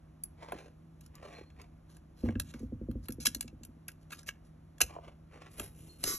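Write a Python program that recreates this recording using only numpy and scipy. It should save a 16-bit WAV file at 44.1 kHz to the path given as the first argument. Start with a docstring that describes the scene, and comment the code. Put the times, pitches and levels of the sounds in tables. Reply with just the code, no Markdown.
"""A small room with a distant motor humming; two microphone ports sit close to the work on a table.
Scissors trim a small shape from thin tin sheet. Fingers turn, rub and buckle the tin; the blades tick
against it and shear through in short crunching snips, each a run of tiny fractures.
A nudge sets something rocking on the table with dull knocks; at the end the piece is laid down
and scrapes among the ringing scraps."""
import sys
import numpy as np
from scipy import signal
from scipy.fft import rfft, irfft, next_fast_len
from scipy.io import wavfile

SR = 44100
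rng = np.random.default_rng(int(sys.argv[2]) if len(sys.argv) > 2 else 0)


def persist_wave(psi):
    """Save psi, clipped to +-1, as 16-bit WAV."""
    counts = np.round(np.clip(psi, -1, 1) * 32767).astype(np.int16)
    wavfile.write(sys.argv[1], SR, np.atleast_2d(counts).T)


N = 272538
TIME = np.arange(N) / SR


def amp(db):
    """Decibels to gain."""
    return 10 ** (np.asarray(db) / 20)


def unit(x):
    """Scales to rms 1."""
    return x / np.sqrt(np.mean(x ** 2) + 1e-20)


def read(points, hz):
    """Reads a table on a log-frequency axis."""
    freq_hz, value = np.transpose(points)
    return np.interp(np.log(hz + 1), np.log(freq_hz + 1), value)


def add(mix, start_s, sound):
    """Mixes a sound in at a time."""
    part = mix[max(round(start_s * SR), 0):][:len(sound)]
    part += sound[:len(part)]


def colour(x, spectrum, size=2048):
    """Causal filter of unit energy, shaped by rows of freq_hz, gain_db."""
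    log_gain = np.log(amp(read(spectrum, abs(np.fft.fftfreq(size, 1 / SR)))))
    minimum_phase = np.exp(np.conj(signal.hilbert(log_gain)))
    taps = np.fft.ifft(minimum_phase).real[:size // 2]
    return signal.oaconvolve(x, taps / np.linalg.norm(taps))[:len(x)]


def drift(rate_hz):
    """Random wander up to a rate, rms 1."""
    rolloff = 1 + (np.fft.rfftfreq(N, 1 / SR) / rate_hz) ** 4
    return unit(irfft(rfft(rng.standard_normal(N)) / rolloff, N))


def ring(modes, size):
    """Impulse response of decaying modes with random phases."""
    t = np.arange(size) / SR
    return sum(amp(db - 60 * t / t60_s) * np.sin(2 * np.pi * (hz * t + rng.random()))
               for hz, db, t60_s in modes)


def excite(force, modes, size):
    """Drives modes with a force, through a response of unit energy."""
    response = ring(modes, size)
    return signal.oaconvolve(force, response / np.linalg.norm(response))[:len(force)]


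def sheet(force, t60_s, count):
    """The irregular modes of a thin sheet, evenly dense in frequency; they change with every grip."""
    pitches_hz = 300 + (np.arange(count) + rng.random(count)) * 14000 / count
    levels_db = 2.5 * rng.standard_normal(count)
    modes = [(hz, db, t60_s) for hz, db in zip(pitches_hz, levels_db)]
    return excite(force, modes, size=round(t60_s * SR))


def grains(size, per_s, spread_db):
    """A random train of tiny clicks of uneven size, as in stick-slip."""
    strength = amp(spread_db * np.minimum(rng.exponential(1, size), 4))
    return unit(strength * rng.standard_normal(size) * (rng.random(size) < per_s / SR))


def gesture(start_s, length_s, db, attack_s, release_s, sag_db_per_s):
    """Gain of one movement: it swells, sags and dies; attack and release each span 60 dB."""
    gain = np.zeros(N)
    moving = (TIME > start_s - attack_s) & (TIME < start_s + length_s + release_s)
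    age = TIME[moving] - start_s
    fade = np.maximum(-age, 0) / attack_s + np.maximum(age - length_s, 0) / release_s
    gain[moving] = amp(db - sag_db_per_s * np.clip(age, 0, length_s) - 60 * fade)
    return gain


# The motor, far from the microphone: pitch_hz, level_db
MOTOR_PARTIALS = [(156.5, -61), (234, -81.5), (313, -74), (350, -79)]
# Room tone: freq_hz, gain_db
AIR_SPECTRUM = [(20, -27.5), (45, -1.5), (75, 2), (125, -10), (250, -9), (400, -25.5), (700, -22.5),
                (1200, -29), (2200, -37.5), (4000, -44), (8000, -46.5), (11200, -42), (12500, -56),
                (16000, -76)]

def background(air_db=-58, waver_db=1.5, speed_waver=0.01206):
    """A distant motor hums over low room noise, wavering in pitch and level."""
    motor_time = np.cumsum(1 + speed_waver * drift(5)) / SR
    hum = np.zeros(N)
    for hz, db in MOTOR_PARTIALS:
        level = np.sqrt(2) * amp(db + waver_db * drift(11))
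        hum += level * np.sin(2 * np.pi * (hz * motor_time + rng.random()))
    return hum + amp(air_db) * colour(rng.standard_normal(N), AIR_SPECTRUM, size=8192)


# Reverberation of the small room: freq_hz, t60_s
ROOM_DECAY = [(150, 1), (1000, 0.31), (4000, 0.24), (12000, 0.22), (14500, 0.11)]

def room(x, size=22050):
    """Dense reflections, each band dying at its own speed."""
    hz, t, bands = signal.stft(grains(size, per_s=6000, spread_db=5.5), SR, nperseg=256)
    decay = amp(-60 * t / read(ROOM_DECAY, hz)[:, None])
    tail = signal.istft(bands * decay, SR, nperseg=256)[1][:size]
    age = np.arange(size) / SR
    tail *= np.clip(age / .006, 0, 1) * (1 + 7.5 * np.exp(-age / .01))  # near wall and table come first
    return signal.oaconvolve(x, tail / np.linalg.norm(tail))[:N]


# Something rocking on the table: start_s, end_s, first_gap_s, first_level_db, drop_per_knock_db
ROCKING_SPELLS = [(2.629, 2.85, .0935, -32, -0.5), (3.092, 3.81, .0915, -31.5, 2.5)]

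def rocking(gap_ratio=.976):
    """Rows of start_s, level_db: a rocking object's knocks quicken, swelling slightly or dying away."""
    rows = []
    for start_s, end_s, gap_s, db, drop_db in ROCKING_SPELLS:
        while start_s < end_s and gap_s > .02:
            rows.append((start_s, db))
            start_s += gap_s
            gap_s *= gap_ratio
            db -= drop_db
    return rows


# Soft pushes that only shake the table: start_s, level_db
PUSHES = [(2.275, -53), (2.365, -43), (4.822, -42.5), (5.598, -43), (5.8, -51.5), (6.03, -46.5)]

def table_shudder(blows, after_blow_db=-13.5, blow_t60_s=.56, push_t60_s=.34, rise_s=.015):
    """Every blow or push leaves the table shaking with a low rumble."""
    shakes = [(start_s, db + after_blow_db, blow_t60_s) for start_s, db in blows]
    shakes += [(start_s, db, push_t60_s) for start_s, db in PUSHES]
    power, age = np.zeros(N), np.arange(SR) / SR
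    for start_s, db, t60_s in shakes:
        envelope = amp(db - 60 * age / t60_s) * np.minimum(age / rise_s, 1)
        add(power, start_s, envelope ** 2)
    spectrum = [(30, -36.5), (54, -4), (75, -1), (110, -6.5), (170, -13), (600, -68.5)]
    return colour(rng.standard_normal(N), spectrum, size=8192) * np.sqrt(power)


# Dull knocks through the table: start_s, level_db
TABLE_BLOWS = [(2.236, -22.5), (2.25, -27.5), (2.264, -34), (2.278, -29.5), (2.291, -28), (2.355, -29),
               (2.542, -36.5), (2.604, -37.5), (2.886, -25.5), (2.955, -31.5)]
# Resonances of the table top: pitch_hz, level_db, t60_s
TABLE_MODES = [(62, -8, 0.14), (122.2, -19.5, 0.31), (229.6, -1, 0.11), (261, -8.5, 0.13),
               (295.8, -19, 0.21), (507, -13.5, 0.062)]

def table_knocks(top_hz=540, end_hz=220, sweep_s=.0044, t60_s=.04, gain_db=5, body_db=-2, size=12000):
    """Bending waves arrive treble first, a falling chirp, and leave the top ringing and shuddering."""
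    out, t = np.zeros(N), np.arange(size) / SR
    cycles = np.cumsum(end_hz + (top_hz - end_hz) * np.exp(-t / sweep_s)) / SR
    chirp = np.sin(2 * np.pi * cycles) * amp(-60 * t / t60_s)
    onset = 1 - np.exp(-t / .0065)
    blows = TABLE_BLOWS + rocking()
    for start_s, db in blows:
        body = amp(body_db) * ring(TABLE_MODES, size)
        add(out, start_s, amp(db + gain_db) * (chirp + body) * onset)
    return out + table_shudder(blows)


def strokes(pressures, spectrum, per_s, spread_db, jerk_db):
    """Stick-slip grains under each stroke, heard directly and through the sheet."""
    slips = grains(N, per_s, spread_db) * amp(jerk_db * drift(85))
    out = np.zeros(N)
    for pressure in pressures:
        moving = pressure > 0
        force = slips[moving] * pressure[moving]
        out[moving] += force + .5 * sheet(force, t60_s=.025, count=90)
    return colour(out, spectrum)


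# The piece slipping from the grip and drawn over the table: start_s, length_s, level_db
PIECE_DRAGS = [(5.512, 0.033, -60.5), (5.584, 0.061, -47.5), (5.759, 0.18, -58.5), (6.001, 0.025, -53.5)]
# Tin on the table top: freq_hz, gain_db
DRAG_SPECTRUM = [(200, 20.5), (1000, 0), (2500, 1.5), (4500, 0), (7000, 1.5), (9000, 3), (11000, 12),
                 (12300, -2), (14000, -12), (16000, -46)]

def piece_drags(gain_db=-2):
    """Tin sticks and slips over the table, a low rub with a thin hiss on top."""
    pressures = [gesture(*row, attack_s=.087, release_s=.24, sag_db_per_s=6) for row in PIECE_DRAGS]
    return amp(gain_db) * strokes(pressures, DRAG_SPECTRUM, per_s=3000, spread_db=-1.5, jerk_db=1)


# The piece landing and catching among the scraps: start_s, length_s, level_db
PIECE_SKIDS = [(6.037, 0.11, -34.5), (6.077, 0.004, -35)]
# Loose tin lying on the table: pitch_hz, level_db, t60_s
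SCRAP_MODES = [(1138, -12, .3), (3919, -6, .25), (4204, -4, .25), (4890, -1, .25), (5688, 0, .35),
               (6530, -3, .28), (7306, 1, .25), (7555, -3, .28), (10450, 1, .4), (10990, -1, .3),
               (11750, -1, .4)]

def piece_scrape(ring_db=-2, sheet_db=-3, hiss_db=-7, table_db=-9, gain_db=-1):
    """The piece skids over the table; loose tin rings freely and the table top rumbles."""
    pressure = sum(gesture(*row, attack_s=.024, release_s=.033, sag_db_per_s=47) for row in PIECE_SKIDS)
    force = grains(N, per_s=1300, spread_db=1) * pressure
    clatter = amp(hiss_db) * force + amp(sheet_db) * sheet(force, t60_s=.12, count=140)
    clatter = colour(clatter, [(300, -25.5), (1200, -3), (2800, -14), (5500, 1), (7500, -8),
                               (11000, .5), (13500, -16), (15000, -47)])
    scraps = excite(force, SCRAP_MODES, size=16000)
    rumble = colour(force, [(30, 8.5), (60, -10.5), (200, 8), (420, 10), (800, -23),
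                            (2000, -26), (8000, -92)])
    return amp(gain_db) * (clatter + amp(ring_db) * scraps + amp(table_db) * rumble)


# Dull gritty rubbing, close up: fingers on the sheet, and the rasp of the first table knocks:
# start_s, length_s, level_db
DULL_RUBS = [(0.413, 0.079, -52.5), (0.515, 0.048, -55), (0.582, 0.053, -51.5), (1.152, 0.025, -64),
             (1.241, 0.017, -50.5), (1.31, 0.078, -52.5), (1.597, 0.013, -58), (2.26, 0.022, -52),
             (2.548, .03, -64), (4.899, 0.045, -55.5), (5.043, 0.038, -59), (5.341, 0.017, -54.5),
             (5.421, 0.042, -54), (5.596, 0.012, -52)]
# Colour of the rubbing: freq_hz, gain_db
RUB_SPECTRUM = [(100, -21.5), (300, -0.5), (550, 2.5), (850, 4), (1500, -8), (2300, -5.5), (3600, -15.5),
                (7000, -21.5), (11000, -22), (13000, -45.5), (15000, -61)]

def dull_rubs(gain_db=-2):
    """Dull friction in small jerks: skin dragging over the sheet, or the rasp of a knock."""
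    pressures = [gesture(*row, attack_s=.12, release_s=.24, sag_db_per_s=5.5) for row in DULL_RUBS]
    return amp(gain_db) * strokes(pressures, RUB_SPECTRUM, per_s=4000, spread_db=0, jerk_db=3)


# Short hollow pops: the sheet buckling or landing, and the midrange of table knocks:
# start_s, level_db, pitch_hz
HOLLOW_POPS = [(0.521, -28, 722), (0.532, -32.5, 400), (0.552, -35.5, 318), (1.386, -39.5, 436),
               (1.411, -39.5, 382), (2.289, -34, 540), (2.4, -42.5, 577), (4.812, -34.5, 523),
               (4.822, -35.5, 266), (4.84, -42, 513), (4.953, -46.5, 781), (4.9642, -31, 685),
               (4.986, -34, 670), (5.072, -46, 402), (5.598, -34.5, 620), (5.605, -32.5, 288),
               (6.041, -42, 315)]
# The freed sheet singing: start_s, level_db, pitch_hz
SHEET_RINGS = [(1.152, -60.5, 1156), (1.24, -65, 4180), (1.347, -56.5, 4165), (1.462, -68, 4250),
               (5.892, -54.5, 4250)]

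def pops_and_rings(pop_t60_s=.029, pop_rise_s=.00079, ring_t60_s=.3, ring_rise_s=.0018, size=16000):
    """Three damped modes make each hollow pop; the sheet sings faintly when a finger lets go."""
    out, t = np.zeros(N), np.arange(size) / SR
    for start_s, db, hz in HOLLOW_POPS:
        modes = [(hz, 0, pop_t60_s), (hz * 1.42, -5, pop_t60_s), (hz * .63, -8, pop_t60_s)]
        add(out, start_s, amp(db) * ring(modes, size) * (1 - np.exp(-t / pop_rise_s)))
    for start_s, db, hz in SHEET_RINGS:
        add(out, start_s, ring([(hz, db, ring_t60_s)], size) * (1 - np.exp(-t / ring_rise_s)))
    return out


# The open blades sliding lightly on the sheet: start_s, length_s, level_db
BLADE_SLIDES = [(1.02, 0.035, -70), (1.9, 0.063, -66), (2.179, 0.09, -65), (2.529, 0.11, -67.5),
                (3.041, 0.0092, -61), (4.02, 0.0056, -70), (4.118, 0.004, -55), (4.147, 0.053, -58),
                (4.449, .02, -69.5)]
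# Steel on tin: freq_hz, gain_db
STEEL_SPECTRUM = [(200, 11), (1000, 2.5), (2500, -3), (4500, 4), (7000, -1), (9000, -2), (11000, 5.5),
                  (12500, -9), (14000, -31.5), (16000, -48)]

def blade_slides(gain_db=-2):
    """Steel slides over the tin with a finer, brighter grain than skin."""
    pressures = [gesture(*row, attack_s=.06, release_s=.12, sag_db_per_s=13.5) for row in BLADE_SLIDES]
    return amp(gain_db) * strokes(pressures, STEEL_SPECTRUM, per_s=5500, spread_db=2.5, jerk_db=2.5)


# Steel and tin ringing together: pitch_hz, level_db, t60_s
BLADE_MODES = [(1400, -7, .025), (1650, -4.5, .03), (2250, -4, .015), (2700, -1.5, .02), (3300, -8, .012),
               (4150, -5, .018), (5920, -5, .017), (6550, -3, .014), (7400, 0, .016), (10790, 2, .022),
               (11300, 1, .02), (12000, -1, .012)]
# The crack of a contact, heard close: freq_hz, gain_db
CRACK_SPECTRUM = [(100, -32), (750, -0.5), (1100, -5), (2700, 0), (4000, 0), (6000, 1), (8000, 0.5),
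                  (10000, 3), (11500, -1), (13000, -12.5), (15000, -30), (16500, -53.5)]

def metal_contact(force, body_db, sparkle_db):
    """A force sounds in the damped sheet and the blades; the point of contact tilts the colour."""
    crack = colour(force + .7 * sheet(force, t60_s=.012, count=40), CRACK_SPECTRUM)
    blades = excite(force, BLADE_MODES, size=3000)
    tilt = [(700, body_db), (1700, body_db), (2800, .69 * body_db),
            (5000, .0046), (7500, .01), (10500, sparkle_db)]
    return colour(crack + blades, tilt)


# Blades or nails feeling their way over the tin: start_s, end_s
TOUCH_SPELLS = [(0.999, 1.08), (1.92, 1.97), (2.56, 2.62), (3.03, 3.08), (3.89, 3.94), (4.2, 4.25),
                (4.74, 4.79)]

def faint_ticks(per_s=22, level_db=-50.5, spread_db=.5):
    """Light touches at random moments, as rows like those of TIN_TICKS."""
    times = np.concatenate([rng.uniform(start_s, end_s, round((end_s - start_s) * per_s))
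                            for start_s, end_s in TOUCH_SPELLS])
    return [(start_s, level_db + spread_db * rng.standard_normal(), 0, 0) for start_s in times]


# Blades and fingers ticking on the tin, close up; body is near 2 kHz, sparkle near 11 kHz:
# start_s, level_db, body_db, sparkle_db
TIN_TICKS = [(0.2358, -25, -9, 16), (0.5205, -33, 20.5, 8), (1.153, -46.5, -10, -1), (1.502, -55.5, 13, -9),
             (1.615, -46, -3, -3), (2.287, -34.5, 25, -43), (2.3537, -39, 29, -26), (2.398, -21.5, -3, 1),
             (2.5385, -40.5, 11.5, -9), (2.9125, -50, 5.5, 3), (3.084, -32, 14, 11.5),
             (3.104, -42.5, 1.5, 3), (3.1217, -35, -18, 5), (3.3472, -24.5, -7.5, -0.5),
             (3.4081, -23, -10, 1), (3.425, -41, 2, 1), (3.4783, -43, -1.5, -13.5), (3.6336, -41.5, -7, -2),
             (3.649, -41, -8, 7), (3.881, -31.5, 1, 2.5), (3.887, -38.5, 4, -6), (4.1053, -43.5, 5.5, -11),
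             (4.1898, -43, -10, -33.5), (4.2885, -25.5, 7, -8), (5.5965, -27, 8.5, 1),
             (6.0385, -18, -8.5, -3)]

def tin_ticks(firm_t60_s=.014, firm_rise_s=.00089, firm_db=-25, graze=.05, gain_db=-4, size=4000):
    """Each contact chatters briefly in the hand-damped sheet; light ones graze for longer."""
    out, t = np.zeros(N), np.arange(size) / SR
    for start_s, db, body_db, sparkle_db in TIN_TICKS + faint_ticks():
        age = t / amp(graze * (firm_db - db))
        envelope = amp(-60 * age / firm_t60_s) * (1 - np.exp(-age / firm_rise_s))
        tick = metal_contact(rng.standard_normal(size) * envelope, body_db, sparkle_db)
        rms_over_peak = np.sqrt(np.mean(envelope ** 2)) / envelope.max()
        add(out, start_s, amp(db + gain_db) * rms_over_peak * unit(tick))
    return out


# The scissors shearing or grinding along the tin, close to the microphone:
# start_s, length_s, start_level_db, end_level_db, body_db
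SCISSOR_CUTS = [(2.444, 0.069, -68, -56.5, 5), (3.2012, 0.037, -45.5, -48, -5),
                (3.251, 0.0061, -44, -19.5, -3), (3.2589, 0.0096, -47, -16, -7.5),
                (4.119, 0.013, -44, -40, 9), (4.262, 0.028, -58, -41, -3),
                (4.805, 0.011, -22.5, -29.5, 5.5), (4.814, 0.002, -13, -15, -3)]

def scissor_snips(release_s=.023, gain_db=-1, size=7000):
    """The tin gives way in a run of tiny fractures that swells or eases until the blades stop."""
    out, t = np.zeros(N), np.arange(size) / SR
    for start_s, length_s, start_db, end_db, body_db in SCISSOR_CUTS:
        cut_db = np.interp(t, [0, length_s], [start_db, end_db])
        force = amp(cut_db - 60 * np.maximum(t - length_s, 0) / release_s)
        fractures = force * grains(size, per_s=14000, spread_db=-2)
        crunch = metal_contact(fractures, body_db, sparkle_db=-.5)
        add(out, start_s, amp(gain_db) * unit(crunch) * np.sqrt(np.mean(force ** 2)))
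    return out


def scene():
    """The close work sits in the centre; a little of the room differs from side to side."""
    near = table_knocks() + piece_drags() + piece_scrape()
    near += dull_rubs() + pops_and_rings() + blade_slides() + tin_ticks() + scissor_snips()
    centre = near + amp(-14.5) * room(near) + background()
    side_spectrum = [(40, -4), (150, 6.5), (400, 12), (1500, -9), (10000, -37), (14000, -70)]
    side = amp(-32) * room(near) + amp(-72.5) * colour(rng.standard_normal(N), side_spectrum)
    return np.array([centre + side, centre - side])


# Phase between the two microphone ports: freq_hz, left_lead_rad
PORT_PHASE = [(0, 0), (400, .2), (620, .8), (780, 2), (960, 1.9), (1150, .2), (2000, .5), (3000, 1),
              (4000, 1.3), (4550, 2.1), (5000, 3.6), (5400, 5.3), (6000, 6.3), (8000, 8.6), (9050, 9.42),
              (11000, 11.2), (12800, 12.6), (14000, 13.5), (16000, 15.8)]
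# Balance between the ports: freq_hz, left_over_right_db
PORT_BALANCE = [(100, 0), (200, -1), (380, -1.4), (700, 0), (1300, -.8), (2400, -.8), (4400, -.3),
                (8000, 0)]

def record(dry, cutoff_hz=15900):
    """The two microphone ports differ in phase and level, and the highest treble is cut off."""
    size = next_fast_len(N + 8192)
    hz = np.fft.rfftfreq(size, 1 / SR)
    left = np.exp(.5j * read(PORT_PHASE, hz)) * amp(read(PORT_BALANCE, hz) / 2)
    pair = irfft(rfft(dry, size) * np.array([left, 1 / left]), size)[:, :N]
    lowpass = signal.firwin(255, cutoff_hz, window=("kaiser", 9), fs=SR)
    return signal.oaconvolve(pair, lowpass[None], "same")


dry = scene()
out = record(dry)
persist_wave(out)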